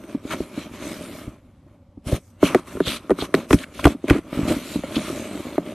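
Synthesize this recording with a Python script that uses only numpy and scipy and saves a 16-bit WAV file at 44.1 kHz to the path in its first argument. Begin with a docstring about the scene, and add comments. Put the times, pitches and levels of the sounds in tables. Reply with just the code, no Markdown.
"""Cat at a cardboard box

A cat works at a hole in a cardboard box, close beside a microphone inside it. Its head slides through
the hole early and again near the end: wall flutter, card rasp and fur hiss, all made of tiny clicks.
Between, a paw scrapes and its claws snag in bursts of filtered noise. Knocks and padded bumps ring panel
and air as decaying sines, with claw ticks and low shoves; the hardest overload the microphone.
A faint wavering tone hangs in the lull, over quiet room noise."""
import sys
import numpy as np
from scipy import signal
from scipy.fft import rfft, irfft
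from scipy.io import wavfile
from scipy.ndimage import uniform_filter1d

SR = 44100
rng = np.random.default_rng(int(sys.argv[2]) if len(sys.argv) > 2 else 0)


def store_wav(level_fs):
    """Save 16-bit WAV to argv[1]."""
    pcm = np.round(np.clip(np.atleast_2d(level_fs), -1, 1) * 32767)
    wavfile.write(sys.argv[1], SR, pcm.T.astype(np.int16))


N = 253134

# Colours: relative spectra of the sources: hz, level_db
ROOM_COLOUR = [(20, 4), (50, 2), (90, 7), (160, -3), (280, 0), (430, -30), (520, -8), (570, -10),
               (630, -32), (740, -17), (1500, -34), (5000, -41.5), (13000, -53)]
FLUTTER_COLOUR = [(20, -30), (70, -9.5), (140, -10), (235, 0.5), (310, -1.5), (390, -6), (480, -14),
                  (600, -4.5), (720, -17), (900, -25), (1500, -55)]
RASP_COLOUR = [(450, -65), (780, -2), (1050, 3), (1270, 2), (1600, -4.5), (1950, -5), (2230, -0.5),
               (2650, -3.5), (3150, -2.5), (3750, -3), (4400, -3.5), (5100, -14), (7500, -15)]
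HISS_COLOUR = [(3000, -68), (4700, -2), (5900, 2), (7000, 1.5), (8700, 2.5), (10500, -0.5), (13000, -2)]
TICK_COLOUR = [(200, -15), (700, -1.5), (1300, 2), (2200, -4), (3000, -6), (5000, -11), (9000, 1),
               (13000, -7)]
ROOM_DB = -50.5  # rms ahead of the microphone

# The cat leans on the box between strokes: time_s, rasp_db (before RASP_TRIM_DB)
LEAN = [(0, -51.5), (0.2, -58), (0.48, -51.5), (1.28, -52), (1.43, -68), (1.6, -70), (1.85, -76.5),
        (2.35, -68), (2.6, -51.5), (3.02, -53), (3.3, -51.5), (3.45, -55.5), (3.7, -52.5), (3.99, -57.5),
        (4.3, -54.5), (5.74, -49)]
# leaning is dull, mostly flutter: both levels relative to the rasp, before the layer trims
LEAN_FLUTTER_DB, LEAN_HISS_DB, LEAN_HZ = 10, -11.5, 1320

# The head slides through the hole: start_s, length_s, rasp_db, change_db (over the slide),
# hiss_db (above rasp), rasp_pitch_hz, flutter_db (above rasp); levels before the layer trims
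SLIDES = [(0.274, 0.16, -45.5, -1.5, -8, 2280, 10.5), (0.564, 0.05, -43, 2.5, -10, 2250, 7.5),
          (0.74, 0.025, -46, 1, -9.5, 2000, 3.5), (0.827, 0.4, -39.5, -9, -7, 2000, 9),
          (1.68, 0.068, -66, 0, -22, 940, 13.5), (2.2, 0.1, -68.5, -4, 3.5, 2000, -5),
          (4.336, 0.25, -38.5, -1.5, -12, 1700, 9.5), (4.537, 0.22, -44.5, 5, -6, 2720, 5),
          (4.842, 0.25, -42, 2, -12.5, 1870, 6), (4.942, 0.33, -39.5, -3, -6.5, 2100, 10.5),
          (5.316, 0.25, -42.5, -4, -10.5, 1850, 12), (5.665, 0.08, -45, -2.5, -14, 1800, 13.5)]
# a slide fades in and out gently; the fur hisses most halfway
SLIDE_RISE_DB_PER_S, SLIDE_FALL_DB_PER_S, MID_SLIDE_HISS_DB = 311, 226, 1.5

# Quick scrapes of paw or cheek: start_s, length_s, rasp_db, change_db (over the scrape),
# hiss_db (above rasp), rasp_pitch_hz, flutter_db (above rasp); levels before the layer trims
SCRAPES = [(0.092, 0.057, -48.5, -1, -11.5, 1820, 12), (0.313, 0.028, -27.5, -1, -15.5, 1370, 2.5),
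           (2.075, 0.093, -40, 2, -4.5, 2170, 13.5), (2.439, 0.041, -27.5, -1.5, -8.5, 1940, 4),
           (2.487, 0.11, -32, -8, -12.5, 1240, 4.5), (2.674, 0.17, -44.5, -5.5, -7.5, 1580, 5),
           (2.87, 0.1, -28, -5.5, -8.5, 2700, 0), (3.189, 0.063, -37, 1, -8, 1510, 3),
           (3.354, 0.098, -37.5, -10, -10, 1650, 13.5), (3.507, 0.037, -38, 6.5, -1.5, 1900, 11.5),
           (3.56, 0.075, -46.5, 5, -6.5, 2430, 6), (3.746, 0.066, -47, 7.5, -9, 2730, 6.5),
           (3.841, 0.086, -33.5, -4, -10, 1660, 9), (4.045, 0.039, -48.5, -5, -12, 1900, 17),
           (4.092, 0.094, -31, -6.5, -15, 1460, 10.5), (4.484, 0.042, -30, -1.5, -8.5, 1880, 13)]
# a scrape starts and stops abruptly
SCRAPE_RISE_DB_PER_S, SCRAPE_FALL_DB_PER_S = 846, 802
FLUTTER_TRIM_DB, RASP_TRIM_DB, HISS_TRIM_DB = -2.0, -0.32, 2.9

# Claw knocks: time_s, peak_db, panel_pitch_hz, overtone_db, tick_db (above peak), tick_pitch_hz,
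# shove_db (of the whole box, above peak); levels before the trims below
KNOCKS = [(0.039, -32, 327, -16, -10, 2550, -23), (2.123, -14, 311, 0, -22.5, 3100, -27),
          (2.4288, 0.5, 353, -9, -18.5, 1180, -22), (2.5471, -3.5, 400, -4, -9, 1980, -36),
          (2.77, -21.5, 382, -23, -11.5, 1260, -24), (2.8039, -6, 368, -16, -14.5, 1700, -23),
          (3.096, -13, 363, -11, -13.5, 1230, -29), (3.1056, -7, 424, -9.5, -14.5, 1940, -35),
          (3.1149, -4.5, 380, -43, -22, 1440, -19.5), (3.187, -22.5, 347, -11, -5.5, 1400, -21),
          (3.222, -17.5, 386, -3, -13, 3480, -10), (3.342, -3, 371, -8.5, -8.5, 2320, -47),
          (3.508, -9, 380, -18, -4.5, 1750, -7), (3.53, -3, 334, -44, -7.5, 2500, -20),
          (3.5407, -5, 228, -15, -21, 2200, -3), (3.793, -22, 616, -1, -6.5, 1450, -10),
          (3.854, 1, 329, -21, -6.5, 1330, -3), (3.8683, -5, 387, 1.5, -10, 1190, -6),
          (4.107, -2.5, 328, -35, -11.5, 2610, -3), (4.181, -24, 293, -21, -16, 1970, -10),
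          (4.8356, -19, 540, -21, -17, 2110, -32), (5.58, -6.5, 360, -4.5, -21, 1840, -27)]
# Padded bumps of chin and paw: time_s, peak_db, panel_pitch_hz, shove_db (above peak); before the trims
BUMPS = [(0.147, -15, 259, -23), (0.25, -22, 300, -12.5), (0.403, -13.5, 331, -12.5),
         (0.5756, -17, 237, -21), (0.711, -31, 246, -3), (1.2752, -25.5, 238, 0.5), (1.973, -32.5, 257, -5),
         (2.066, -30, 242, 9), (2.128, -24.5, 322, 14), (2.4393, -14.5, 290, -6), (2.5556, -7, 361, -51),
         (2.751, -22, 342, -9), (2.873, -21.5, 505, -1), (3.948, -23, 265, -26), (4.04, -15, 327, -42),
         (4.151, -15.5, 340, -26), (4.16, -14.5, 293, -30), (4.371, -19, 261, -4.5), (4.39, -10, 226, -28),
         (4.411, -22, 271, -24), (4.429, -21, 263, 1.5), (4.451, -18.5, 240, -31), (4.496, -15.5, 333, -12),
         (4.564, -17, 248, -11), (4.757, -10, 227, -13.5), (4.788, -19.5, 227, -11.5),
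         (4.965, -10.5, 245, -12.5), (5.098, -20, 320, -21)]
# fur and pad muffle every bump alike: overtone, tick above peak (both before the trims), tick pitch
BUMP_OVERTONE_DB, BUMP_TICK_DB, BUMP_TICK_HZ = -13.5, -35.5, 1300
KNOCK_TRIM_DB, OVERTONE_TRIM_DB, TICK_TRIM_DB, SHOVE_TRIM_DB = 1.5, 0.5, 20.5, 6
# Modes of the air in the box: hz, level_db (relative to the panel), t60_s
CAVITY = [(171, -22, 0.118), (284.2, -10, 0.056), (368, -15, 0.039), (617, -15.5, 0.02), (963, -21, 0.016),
          (1218, -33, 0.024)]
# the struck panel: lowest mode's t60 in s, overtone as a multiple of the pitch, overtone's t60 in s
PANEL_T60, OVERTONE, OVERTONE_T60 = 0.028, 1.688, 0.024
LEAD_S = .003  # length of the short noise swell leading into each tick, in s

# A claw snags and tears free: peak_time_s, peak_level_db, build_up_s, die_away_s, pitch_hz
SNAGS = [(2.162, -43, 0.0022, 0.0016, 4660), (2.454, -27, 0.00093, 0.03, 2700),
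         (2.883, -27.5, 0.027, 0.032, 3480), (3.214, -29, 0.014, 0.013, 3660),
         (3.3425, -22, 0.00049, 0.0012, 2840), (3.3503, -12.5, 0.00087, 0.001, 2400),
         (3.5308, -17.5, 0.0019, 0.00085, 2170), (3.589, -29.5, 0.0013, 0.0027, 2430),
         (3.642, -31.5, 0.0069, 0.0028, 2010), (3.797, -30, 0.0009, 0.0036, 2300),
         (3.843, -16, 0.00068, 0.0044, 1950), (3.8577, -14, 0.0025, 0.00069, 2100),
         (3.879, -29, 0.0005, 0.00074, 4500), (4.083, -27, .0008, 0.0031, 1850),
         (4.1007, -12.5, 0.0021, 0.0018, 2000), (4.96, -23.5, 0.0046, 0.0084, 3150)]

# Likeness of the two channels: hz, likeness (0-1)
LIKENESS = [(20, 1), (3200, 1), (3900, .6), (6000, .52), (13000, .5)]
EDGE_HZ = 13150  # upper band limit


def amp(db):
    """Decibels to gain."""
    return 10 ** (np.asarray(db) / 20)


def unit(x):
    """Scales to an rms of one."""
    return x / np.sqrt(np.mean(x ** 2) + 1e-20)


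def read(points, hz):
    """Reads a spectrum table on a log-frequency axis."""
    f, value = np.transpose(points)
    return np.interp(np.log(hz + 1), np.log(f + 1), value)


def add(mix, s, sound):
    """Lays a sound into the mix at time s."""
    part = mix[max(0, round(s * SR)):][:len(sound)]
    part += sound[:len(part)]


def colour(x, points, size=4096):
    """Causal filter with the given spectrum, so that clicks keep their sharp fronts."""
    log_gain = np.log(amp(read(points, abs(np.fft.fftfreq(size, 1 / SR)))))
    minimum_phase = np.exp(np.conj(signal.hilbert(log_gain)))
    taps = np.fft.ifft(minimum_phase).real[:size // 2]
    return signal.oaconvolve(x, taps)[:len(x)]


def wander(rate_hz):
    """Slow random drift of unit rms, with little change faster than the given rate."""
    hz = np.fft.rfftfreq(N, 1 / SR)
    spectrum = rfft(rng.standard_normal(N)) / (1 + (hz / rate_hz) ** 4)
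    return unit(irfft(spectrum, N))


def focus(x, hz, octaves, skirt_db):
    """Keeps a bell of frequencies around hz (a number or a curve), at constant power."""
    f, t, z = signal.stft(x, SR, nperseg=256, noverlap=192)
    centre = np.interp(t * SR, np.arange(len(x)), hz * np.ones(len(x)))
    distance = np.log2((f[:, None] + 1) / centre)  # octaves
    bell = np.exp(-.5 * (distance / octaves) ** 2) + amp(skirt_db)
    power = (abs(z) ** 2).mean(1)
    bell /= np.sqrt(power @ bell ** 2 / power.sum())
    return signal.istft(z * bell, SR, nperseg=256, noverlap=192)[1][:len(x)]


def room_tone():
    """The quiet room as heard inside the box: steady coloured noise."""
    return amp(ROOM_DB) * unit(colour(rng.standard_normal(N), ROOM_COLOUR))


def stroke(t, start, length, change_db, rise_db_per_s, fall_db_per_s):
    """Level in dB of one stroke: it rises, runs on while the level drifts, and lets go."""
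    run = np.clip((t - start) / length, 0, 1)
    before_s = np.maximum(start - t, 0)
    after_s = np.maximum(t - start - length, 0)
    return change_db * run - rise_db_per_s * before_s - fall_db_per_s * after_s


def friction():
    """Adds all contacts in power: rasp level, flutter and hiss above it, power-weighted mean pitch."""
    t = np.arange(0, N, 64) / SR
    contacts = [(np.interp(t, *np.transpose(LEAN)), LEAN_FLUTTER_DB, LEAN_HISS_DB, LEAN_HZ)]
    for start, length, db, change_db, hiss_db, hz, flutter_db in SLIDES:
        arch = np.sin(np.pi * np.clip((t - start) / length, 0, 1))
        level_db = db + stroke(t, start, length, change_db, SLIDE_RISE_DB_PER_S, SLIDE_FALL_DB_PER_S)
        contacts.append((level_db, flutter_db, hiss_db + MID_SLIDE_HISS_DB * arch, hz))
    for start, length, db, change_db, hiss_db, hz, flutter_db in SCRAPES:
        level_db = db + stroke(t, start, length, change_db, SCRAPE_RISE_DB_PER_S, SCRAPE_FALL_DB_PER_S)
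        contacts.append((level_db, flutter_db, hiss_db, hz))
    rasp = flutter = hiss = weighted_pitch = 0
    for db, flutter_db, hiss_db, hz in contacts:
        rasp = rasp + amp(db) ** 2
        flutter = flutter + amp(db + flutter_db) ** 2
        hiss = hiss + amp(db + hiss_db) ** 2
        weighted_pitch = weighted_pitch + amp(db) ** 2 * hz
    rasp_db = 10 * np.log10(rasp)
    flutter_above_db = 10 * np.log10(flutter / rasp)
    hiss_above_db = 10 * np.log10(hiss / rasp)
    curves = rasp_db, flutter_above_db, hiss_above_db, weighted_pitch / rasp
    return [np.interp(np.arange(N) / SR, t, curve) for curve in curves]


def slips(per_s, spread_db):
    """Tiny stick-slip releases of fibres: a train of random clicks of uneven size."""
    size = amp(spread_db * np.minimum(rng.exponential(1, N), 4.5))
    happens = rng.random(N) < per_s / SR
    return unit(size * rng.standard_normal(N) * happens)


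def shimmer(x, depth_db, size):
    """The touching spot moves over the card, so patches (frames, bins) of the spectrum come and go."""
    z = signal.stft(x, SR, nperseg=512, noverlap=256)[2]
    patches = uniform_filter1d(rng.standard_normal(z.shape), size[0], axis=1)
    patches = uniform_filter1d(patches, size[1], axis=0)
    patchy = z * amp(depth_db * unit(patches))
    return unit(signal.istft(patchy, SR, nperseg=512, noverlap=256)[1][:len(x)])


def rubbing():
    """Friction on the cut edge: the walls flutter, the card rasps, the fur hisses."""
    level_db, flutter_db, hiss_db, hz = friction()
    grip = amp(level_db + 0.68 * wander(rate_hz=12.5))  # the contact catches and lets go
    flutter = unit(colour(slips(per_s=700, spread_db=-2.5), FLUTTER_COLOUR))
    rasp = shimmer(colour(slips(per_s=9000, spread_db=2.2), RASP_COLOUR), depth_db=1.6, size=(13, 3))
    rasp = focus(rasp, hz, octaves=.9, skirt_db=-18)  # follows the pitch of the contacts
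    hiss = shimmer(colour(slips(per_s=14000, spread_db=1.8), HISS_COLOUR), depth_db=3, size=(13, 7))
    layers = flutter * amp(flutter_db + FLUTTER_TRIM_DB)
    layers += rasp * amp(RASP_TRIM_DB)
    layers += hiss * amp(hiss_db + HISS_TRIM_DB)
    return grip * layers


def blows():
    """Claw knocks and padded bumps in one list; the bumps share one dull touch."""
    padded = [(s, db, hz, BUMP_OVERTONE_DB, BUMP_TICK_DB, BUMP_TICK_HZ, shove_db)
              for s, db, hz, shove_db in BUMPS]
    return KNOCKS + padded


def knock(peak_db, hz, overtone_db, swoop, swoop_s=0.00097, swing_s=0.002):
    """A blow flexes the panel, and the air in the box rings on."""
    t = np.arange(SR // 8) / SR
    # short bending waves arrive first: the pitch drops
    bent = t + swoop * swoop_s * (1 - np.exp(-t / swoop_s))
    panel = np.sin(2 * np.pi * hz * bent) * amp(-60 * t / PANEL_T60)
    overtone_fade = amp(overtone_db + OVERTONE_TRIM_DB - 60 * t / OVERTONE_T60)
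    panel += np.sin(2 * np.pi * hz * OVERTONE * bent) * overtone_fade
    air = sum(amp(db - 60 * t / t60) * np.sin(2 * np.pi * f * t) for f, db, t60 in CAVITY)
    swing = (1 - np.exp(-t / swing_s)) ** 2.52  # the panel takes a moment to swing
    sound = (panel + air) * swing
    return amp(peak_db + KNOCK_TRIM_DB) * sound / abs(sound).max()


def tick(hz, noise, rise_s=0.00031, t60=0.02, noise_db=-15):
    """A point hit within a short swell and fade of noise; the harder the tip, the higher it reaches."""
    t = np.arange(len(noise)) / SR - LEAD_S
    fade = amp(noise_db - 60 * np.maximum(t, 0) / t60)
    hit = noise * fade * np.exp(np.minimum(t, 0) / rise_s)
    hit[round(LEAD_S * SR)] = 1
    hardness = [(hz / 3, -7), (hz, 0), (hz * 1.21, -7), (hz * 4, -28)]
    sound = colour(colour(hit, TICK_COLOUR), hardness)
    return sound / np.linalg.norm(sound)


def box_echo(x, wet_db, t60, count=28):
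    """Quick reflections between the close walls comb the sound."""
    delay = rng.uniform(0.00067, 0.016, count)  # s
    taps = np.zeros(SR // 20)
    taps[(delay * SR).astype(int)] = rng.choice([-1, 1], count) * amp(-60 * delay / t60)
    return x + amp(wet_db) * signal.oaconvolve(x, taps / np.linalg.norm(taps))[:N]


def knocking(shove_hz=64, shove_t60=0.051):
    """Each blow: the panel's ring, a claw's tick, and a low push as the box shifts."""
    t = np.arange(SR // 6) / SR
    body, ticks = np.zeros(N), np.zeros(N)
    rocking = np.sin(2 * np.pi * shove_hz * t) + amp(-0.5) * np.sin(2 * np.pi * 1.766 * shove_hz * t)
    shove = rocking * amp(-60 * t / shove_t60) * (1 - np.exp(-t / 0.0023))
    for s, peak_db, hz, overtone_db, tick_db, tick_hz, shove_db in blows():
        noise = rng.standard_normal(len(t))
        # a bare claw starts shorter waves than a soft pad
        swoop = 2.195 * np.clip((tick_db + 39) / 22, 0, 1)
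        add(body, s - .0001, knock(peak_db, hz, overtone_db, swoop))
        add(body, s, amp(peak_db + shove_db + SHOVE_TRIM_DB) * shove)
        add(ticks, s - LEAD_S, amp(peak_db + tick_db + TICK_TRIM_DB) * tick(tick_hz, noise))
    return body + box_echo(ticks, wet_db=-12.5, t60=0.05)


def whine(hz=573, db=-65, start=1.64, end=1.98):
    """A faint thin sine of wavering pitch hangs in the box during the lull."""
    t = np.arange(N) / SR
    swell = np.clip(np.minimum(t - start, end - t) / .05, 0, 1)
    pitch_hz = hz * (1 + 0.0195 * wander(rate_hz=19.4))
    return amp(db) * swell * np.sin(2 * np.pi * np.cumsum(pitch_hz) / SR)


def snagging():
    """A burst of snapping fibres that swells until the claw comes free."""
    t = np.arange(-SR // 10, SR // 6) / SR
    out = np.zeros(N)
    for s, db, rise, fall, hz in SNAGS:
        fibres, sizes = rng.standard_normal((2, len(t)))
        steady = np.clip((rise + fall) / 0.022, 0, 1)  # a long drag has a narrower pitch
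        octaves, skirt_db = .62 - .4 * steady, -20 - 10 * steady
        grit = amp(2 * unit(uniform_filter1d(sizes, size=60)))
        tear = unit(focus(fibres * grit, hz, octaves, skirt_db))
        swell = np.exp(-np.maximum(-t / rise, t / fall) ** 1.1)
        add(out, s + t[0], amp(db) * tear * swell)
    return out


def spread(x):
    """The treble reaches the two channels differently; the bass is common to both."""
    hz, _, z = signal.stft(x, SR, nperseg=256, noverlap=192)
    same = read(LIKENESS, hz)[:, None]
    random_phase = np.exp(2j * np.pi * rng.random(z.shape))
    scatter = random_phase * np.sqrt((1 - same) / (1 + same))
    # doubled, as random phases partly cancel where frames overlap
    side = 2 * signal.istft(z * scatter, SR, nperseg=256, noverlap=192)[1][:N]
    return np.array([x + side, x - side])


def scene():
    """The cat at the box, over a quiet room, in two channels."""
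    return spread(room_tone() + rubbing() + knocking() + whine() + snagging())


def record(dry):
    """The microphone loses the deepest bass and rounds off the hardest knocks; then the band limit."""
    thinned = signal.sosfilt(signal.butter(2, 42, "high", fs=SR, output="sos"), dry)
    limited = thinned / (1 + thinned ** 6) ** (1 / 6)  # bends near full scale
    band_limit = signal.firwin(401, EDGE_HZ, window=("kaiser", 8), fs=SR)
    return signal.oaconvolve(limited, band_limit[None], "same")


dry = scene()
out = record(dry)
store_wav(out)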